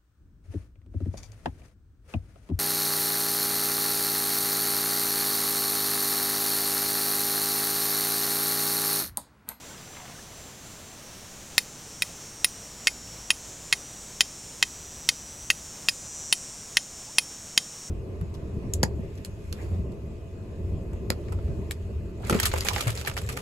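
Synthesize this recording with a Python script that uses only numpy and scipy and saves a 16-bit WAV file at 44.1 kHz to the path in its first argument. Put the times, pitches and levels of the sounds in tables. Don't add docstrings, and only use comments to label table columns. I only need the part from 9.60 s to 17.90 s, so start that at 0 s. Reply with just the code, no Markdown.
import sys
import numpy as np
from scipy import signal
from scipy.fft import rfft, irfft, next_fast_len
from scipy.io import wavfile
from scipy.ndimage import uniform_filter1d

SR = 44100
rng = np.random.default_rng(int(sys.argv[2]) if len(sys.argv) > 2 else 0)


def store_pcm(level_fs):
    pcm = np.round(np.clip(level_fs, -1, 1) * 32767).astype(np.int16)
    wavfile.write(sys.argv[1], SR, np.atleast_2d(pcm).T)


N = 366030
TIME = np.arange(N) / SR


def from_db(db):
    return 10 ** (np.asarray(db) / 20)


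def rms_one(x):
    return x / np.sqrt(np.mean(x ** 2) + 1e-20)


def add(track, s, sound):
    at = max(round(s * SR), 0)
    track[at:at + len(sound)] += sound[:N - at]


def band(x, low_hz, high_hz, order=2):
    return signal.sosfilt(signal.butter(order, [low_hz, high_hz], "band", fs=SR, output="sos"), x)


def drift(rate):
    r = np.exp(-200 * np.pi * rate / SR)
    slow = signal.lfilter([1], [1, -2 * r, r * r], rng.standard_normal(N // 100 + 2002))[2000:]
    return np.interp(np.arange(N) / 100, np.arange(len(slow)), rms_one(slow))


def swell(s, width_s):
    return np.exp(-((TIME - s) / width_s) ** 2)


def settle(s, lag_s):
    return 1 - np.exp(-np.maximum(TIME - s, 0) / lag_s)


def ring(x, hz, t60):
    r, w = from_db(-60 / (t60 * SR)), 2 * np.pi * hz / SR
    return signal.lfilter([0, np.sin(w)], [1, -2 * r * np.cos(w), r * r], x + 1e-18)


def scatter(length_s, t60):
    t = np.arange(round(length_s * SR)) / SR
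    echoes = rng.standard_normal(len(t)) * from_db(-60 * t / t60)
    return echoes / np.linalg.norm(echoes)


def glides(rows):
    out = np.zeros(N)
    for s, start_hz, end_hz, db, length_s in rows:
        u = np.linspace(0, 1, round(length_s * SR))
        hz = start_hz + (end_hz - start_hz) * u ** 1.66
        add(out, s, from_db(db) * np.sin(np.pi * u ** 0.95) * np.sin(2 * np.pi * np.cumsum(hz) / SR))
    return out


# frequency in Hz, side against mid in dB.
STEREO_WIDTH = [(40, -32), (150, -27), (350, -21), (800, -18.5), (2000, -22), (5000, -24), (8000, -38),
                (11000, -3.5), (15000, -7.5)]

def airy_noise(spectrum):
    size = next_fast_len(N)
    log_hz = np.log(np.arange(size // 2 + 1) * SR / size + 1)
    curves = np.transpose(spectrum), np.transpose(STEREO_WIDTH)
    colour, width = (from_db(np.interp(log_hz, np.log(hz), db)) for hz, db in curves)
    mid, side = rfft(rng.standard_normal((2, size))) * colour
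    return rms_one(irfft([mid + side * width, mid - side * width], size)[:, :N])


# frequency in Hz, relative noise density in dB.
RIVER_SPECTRUM = [(60, -2), (110, 2), (170, 1), (300, -4), (600, -6), (1000, -9.5), (1800, -12.5),
                  (4200, -13), (7000, -15.5), (10000, -19.5), (13000, -22.5), (16000, -25)]

def river(level_db=-45.5, ebb_db_per_s=0.24):
    return from_db(level_db - ebb_db_per_s * TIME + 0.54 * drift(6.6)) * airy_noise(RIVER_SPECTRUM)


# frequency in Hz, relative noise density in dB.
AIR_SPECTRUM = [(15, -22), (30, -8), (52, -2), (85, -1.5), (130, -15), (250, -33)]

def air_rumble(level_db=-64, gust_db=11):
    gust = gust_db * swell(5.63, width_s=1)
    return from_db(level_db + gust + 1.6 * drift(11)) * airy_noise(AIR_SPECTRUM)


def song_level(first_db, strike_up_db, growth_db_per_s, surge_db):
    singing = np.interp(TIME, [1.14, 2.44], [0, 1])
    return first_db + strike_up_db * singing + growth_db_per_s * TIME + surge_db * swell(6.65, 0.21)


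# place as a share of the cycle, relative level in dB.
TYMBAL_CLICKS = [(0.0, 0), (.2, -11), (.415, -2.5), (.78, -12)]

def cicada(per_s, level_db, abdomen, leaves_db):
    cycles = np.cumsum(per_s) / SR + .0005 * drift(60) + .0012 * drift(4)
    clicks = np.zeros(N + 1)
    for share, db in TYMBAL_CLICKS:
        at = np.interp(np.arange(1, int(cycles[-1]) - 1) + share, cycles, np.arange(N))
        size = from_db(db + .6 * rng.normal(size=len(at)))
        clicks[at.astype(int)] += size * (1 - at % 1)
        clicks[at.astype(int) + 1] += size * (at % 1)
    buzz = np.zeros(N)
    for k, (hz, width_hz, db) in enumerate(abdomen):
        t60 = np.log(1000) / (np.pi * width_hz)
        buzz += (-1) ** k * from_db(db) * width_hz * ring(clicks[:N], hz, t60)
    buzz = band(buzz, 5250, 9700, order=4)
    paths = sum(drift(1.4) * signal.oaconvolve(buzz, scatter(.03, t60=.06))[:N] for _ in range(5))
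    heard = buzz + from_db(leaves_db) * paths
    return from_db(level_db) * heard / np.sqrt(uniform_filter1d(heard ** 2, size=SR // 4) + 1e-12)


# resonance in Hz, width in Hz, relative level in dB.
NEAR_ABDOMEN = [(5750, 600, 0), (7300, 900, -2.5), (8800, 800, -8)]

def near_cicada(idle_hz=151.92, top_hz=155.52):
    per_s = idle_hz + (top_hz - idle_hz) * settle(2.3, lag_s=4.5)
    level_db = song_level(-58.5, strike_up_db=11, growth_db_per_s=.5, surge_db=6)
    return cicada(per_s, level_db, NEAR_ABDOMEN, leaves_db=-5)


# resonance in Hz, width in Hz, relative level in dB.
FAR_ABDOMEN = [(5900, 900, -1), (7300, 700, 0), (8450, 700, -5.5)]

def far_cicada(idle_hz=179.45, slowest_hz=176.4, settled_hz=177.45):
    slowing = np.interp(TIME, [1.45, 2.75], [idle_hz, slowest_hz])
    per_s = slowing + (settled_hz - slowest_hz) * settle(2.75, lag_s=1)
    level_db = song_level(-53, strike_up_db=-3.5, growth_db_per_s=0.59, surge_db=-2)
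    return cicada(per_s, level_db, FAR_ABDOMEN, leaves_db=-3)


# frequency in Hz, relative noise density in dB.
CHORUS_SPECTRUM = [(4400, -22), (5100, -5), (5700, 0), (6500, -2), (7500, -2), (8700, -7), (9800, -11),
                   (12000, -22)]

def cicada_chorus():
    level_db = song_level(-66, strike_up_db=9.5, growth_db_per_s=-0.02, surge_db=-9)
    return from_db(level_db) * airy_noise(CHORUS_SPECTRUM)


def lapping(start_s=0.025, end_s=.6, loudest_db=-47.5, count=50):
    when, smallness, faintness = rng.random((count, 3)).T
    starts = start_s + (end_s - start_s) * when ** 1.3
    hz = 650 * 6 ** smallness
    return glides(zip(starts, hz, 1.13 * hz, loudest_db - 12 * faintness, 16 / hz))


def handling(start_s=.08, end_s=0.53, top_per_s=150):
    firmness = np.interp(TIME, [start_s, end_s], [.5, 1], left=0, right=0)
    ticks = firmness * (rng.random(N) < firmness * top_per_s / SR) * rng.uniform(0.33, 1, N)
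    scuffs = signal.lfilter([1], [1, -np.exp(-1 / (0.0064 * SR))], ticks + 1e-18)
    return from_db(-48) * scuffs * rms_one(band(rng.standard_normal(N), 590, 2700))


# start in seconds, first and last pitch in Hz, level in dB.
EDGE_PLOPS = [(.095, 1480, 1600, -49), (.415, 720, 760, -47), (.475, 640, 860, -47),
              (7.472, 820, 1080, -49)]

def plops(length_s=.042):
    return glides((*plop, length_s) for plop in EDGE_PLOPS)


# start in seconds, first and last pitch in Hz, level in dB.
BIRD_NOTES = [(.16, 5250, 4500, -52), (7.44, 5100, 4250, -53)]

def bird(length_s=.06):
    return glides((*note, length_s) for note in BIRD_NOTES)


# mode in Hz, relative level in dB, seconds to fall by 60 dB.
HELD_MODES = [(1568, -19, 0.026), (1901, 0, 0.017), (2108, -3, 0.024), (2450, 0.5, 0.024),
              (2655, 8.5, 0.0093), (3097, -0.5, 0.015), (3290, -15, 0.039), (3725, 5, 0.014),
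              (4423, 2, 0.015), (4670, -7.5, 0.032), (4990, 1.5, 0.026), (5676, 2, 0.012),
              (6590, -5, 0.031), (7030, -3, 0.023), (7660, -11.5, 0.02), (8250, -5, 0.0089),
              (5310, 3, 0.016), (6675, -16.5, 0.031)]
# mode in Hz, relative level in dB, seconds to fall by 60 dB.
HIGH_STEEL_MODES = [(9760, -11.5, 0.036), (9880, -9, 0.012), (11200, -15, 0.0055), (12450, -19, 0.008),
                    (13770, -10.5, 0.022), (13620, -9.5, 0.011)]
# gain in dB at bite 0, dB gained per dB of bite.
BITE_RESPONSE = [(4.15, 2.27), (0, 2.28), (-2.3, 1.76)]

def strike(bite_db, grip_db, hollow_db, ring_db, echo_db):
    knock_db, clink_db, bright_db = (base_db + slope * bite_db for base_db, slope in BITE_RESPONSE)
    t = np.arange(round(.08 * SR)) / SR
    grit = rng.standard_normal(len(t)) * rng.exponential(1, len(t)) * np.exp(-t / 0.0048)
    grit /= np.linalg.norm(grit)
    contact = (t == 0) + .35 * grit
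    zone_hz = [2150, 2450, 2800, 3150, 3800, 4500]
    zone_db = [hollow_db, 0, 0, clink_db + grip_db, clink_db - grip_db, bright_db]
    stone = from_db(-3) * band(grit, 2000, 11000)
    for k, (hz, db, t60) in enumerate(HELD_MODES):
        mode = ring(contact, hz * (1 + .015 * rng.normal()), t60)
        stone += from_db(db + np.interp(hz, zone_hz, zone_db) - 16) * mode * (-1) ** (k // 2)
    stone = band(stone, 1120, 13800, order=3)
    knock = from_db(knock_db - 26) * band(ring(contact, 900, 0.0074), 330, 2900, order=1)
    thump = from_db(-19.5) * band(ring(contact, 250, 0.0027), 67, 1250, order=1)
    steel = np.zeros(len(t))
    for hz, db, t60 in HIGH_STEEL_MODES:
        damping_db = 1.4 * grip_db * (hz > 12000)
        steel += from_db(db - 12 - damping_db) * ring(contact, hz * (1 + .004 * rng.normal()), t60)
    beam = from_db(ring_db - 7) * band(steel, 9000, 10600, order=1)
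    direct = stone + knock + thump + from_db(bright_db - 2) * steel + beam
    spread = stone + from_db(1.5 + 0.13 * ring_db) * steel
    shingle = rng.standard_normal(len(t)) * np.exp(-((t - .0068) / 0.003) ** 2)
    echo = signal.fftconvolve(band(spread, 300, 13000), shingle / np.linalg.norm(shingle))[:len(t)]
    return direct + from_db(echo_db - 14) * echo, spread


# start in seconds, then in relative dB force,
# bite (square and hard above 0, glancing and dull below), hollow clack, steel ring, shingle echo.
BLOWS = [(1.98, -1, 1, 3.5, 3, -4), (2.4212, -3.5, -2.5, -2, 5, 3), (2.8447, -4.5, 1, 3, 17.5, -14),
         (3.271, 0.5, -1, 1.5, -7, 5.5), (3.7043, 0.5, -1.5, -1, 2, 2.5), (4.1262, -2.5, 0, 4, -3, 7),
         (4.6072, -1.5, 2.5, 3, -24, 0), (5.0264, -1, 0.5, 3.5, -34, 0.5), (5.4892, -3.5, 3, 5.5, 4, -4),
         (5.902, 3, -3.5, -1, -19, 1.5), (6.2855, 1.5, -2.5, -4.5, -17, 5), (6.726, -2.5, 1, -2.5, 14, 3.5),
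         (7.1697, -4.5, 2.5, 8.5, 6, .5), (7.5836, 2, -0.5, -3.5, 7.5, -16),
         (7.9765, -1.5, 2.5, 1.5, -15, -20)]

def flint_and_steel(regrip_s=3.0):
    blows, outgoing = np.zeros((2, N))
    for s, force_db, bite_db, hollow_db, ring_db, echo_db in BLOWS:
        grip_db = -1.5 if s < regrip_s else 4.2
        close, spread = strike(bite_db, grip_db, hollow_db, ring_db, echo_db)
        force = from_db(force_db + 2.5)
        add(blows, s, force * close)
        add(outgoing, s, force * spread)
    bank = np.pad(scatter(0.15, t60=0.21), (round(0.018 * SR), 0))
    tail = from_db(-23) * signal.oaconvolve(band(outgoing, 4700, 15000), bank)[:N]
    sideways = from_db(-39.5) * signal.oaconvolve(blows, scatter(.02, t60=.03))[:N]
    return blows + tail + sideways * [[1], [-1]]


def hum(hz=54, peak_db=-54):
    phase = 2 * np.pi * np.cumsum(hz + 0.49 * drift(5.3)) / SR
    return from_db(peak_db) * swell(4, width_s=1.8) * np.sin(phase)


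def scene():
    trees = near_cicada() + far_cicada() + cicada_chorus()
    bank = river() + air_rumble() + hum() + lapping() + plops()
    hands = flint_and_steel() + handling()
    return hands + trees + bank + bird()


def record(dry, ceiling=.76, cutoff_hz=15900):
    rounded = dry / (1 + (dry / ceiling) ** 4) ** .25
    return signal.sosfilt(signal.ellip(10, .1, 80, cutoff_hz, fs=SR, output="sos"), rounded)


dry = scene()
out = record(dry)
store_pcm(out)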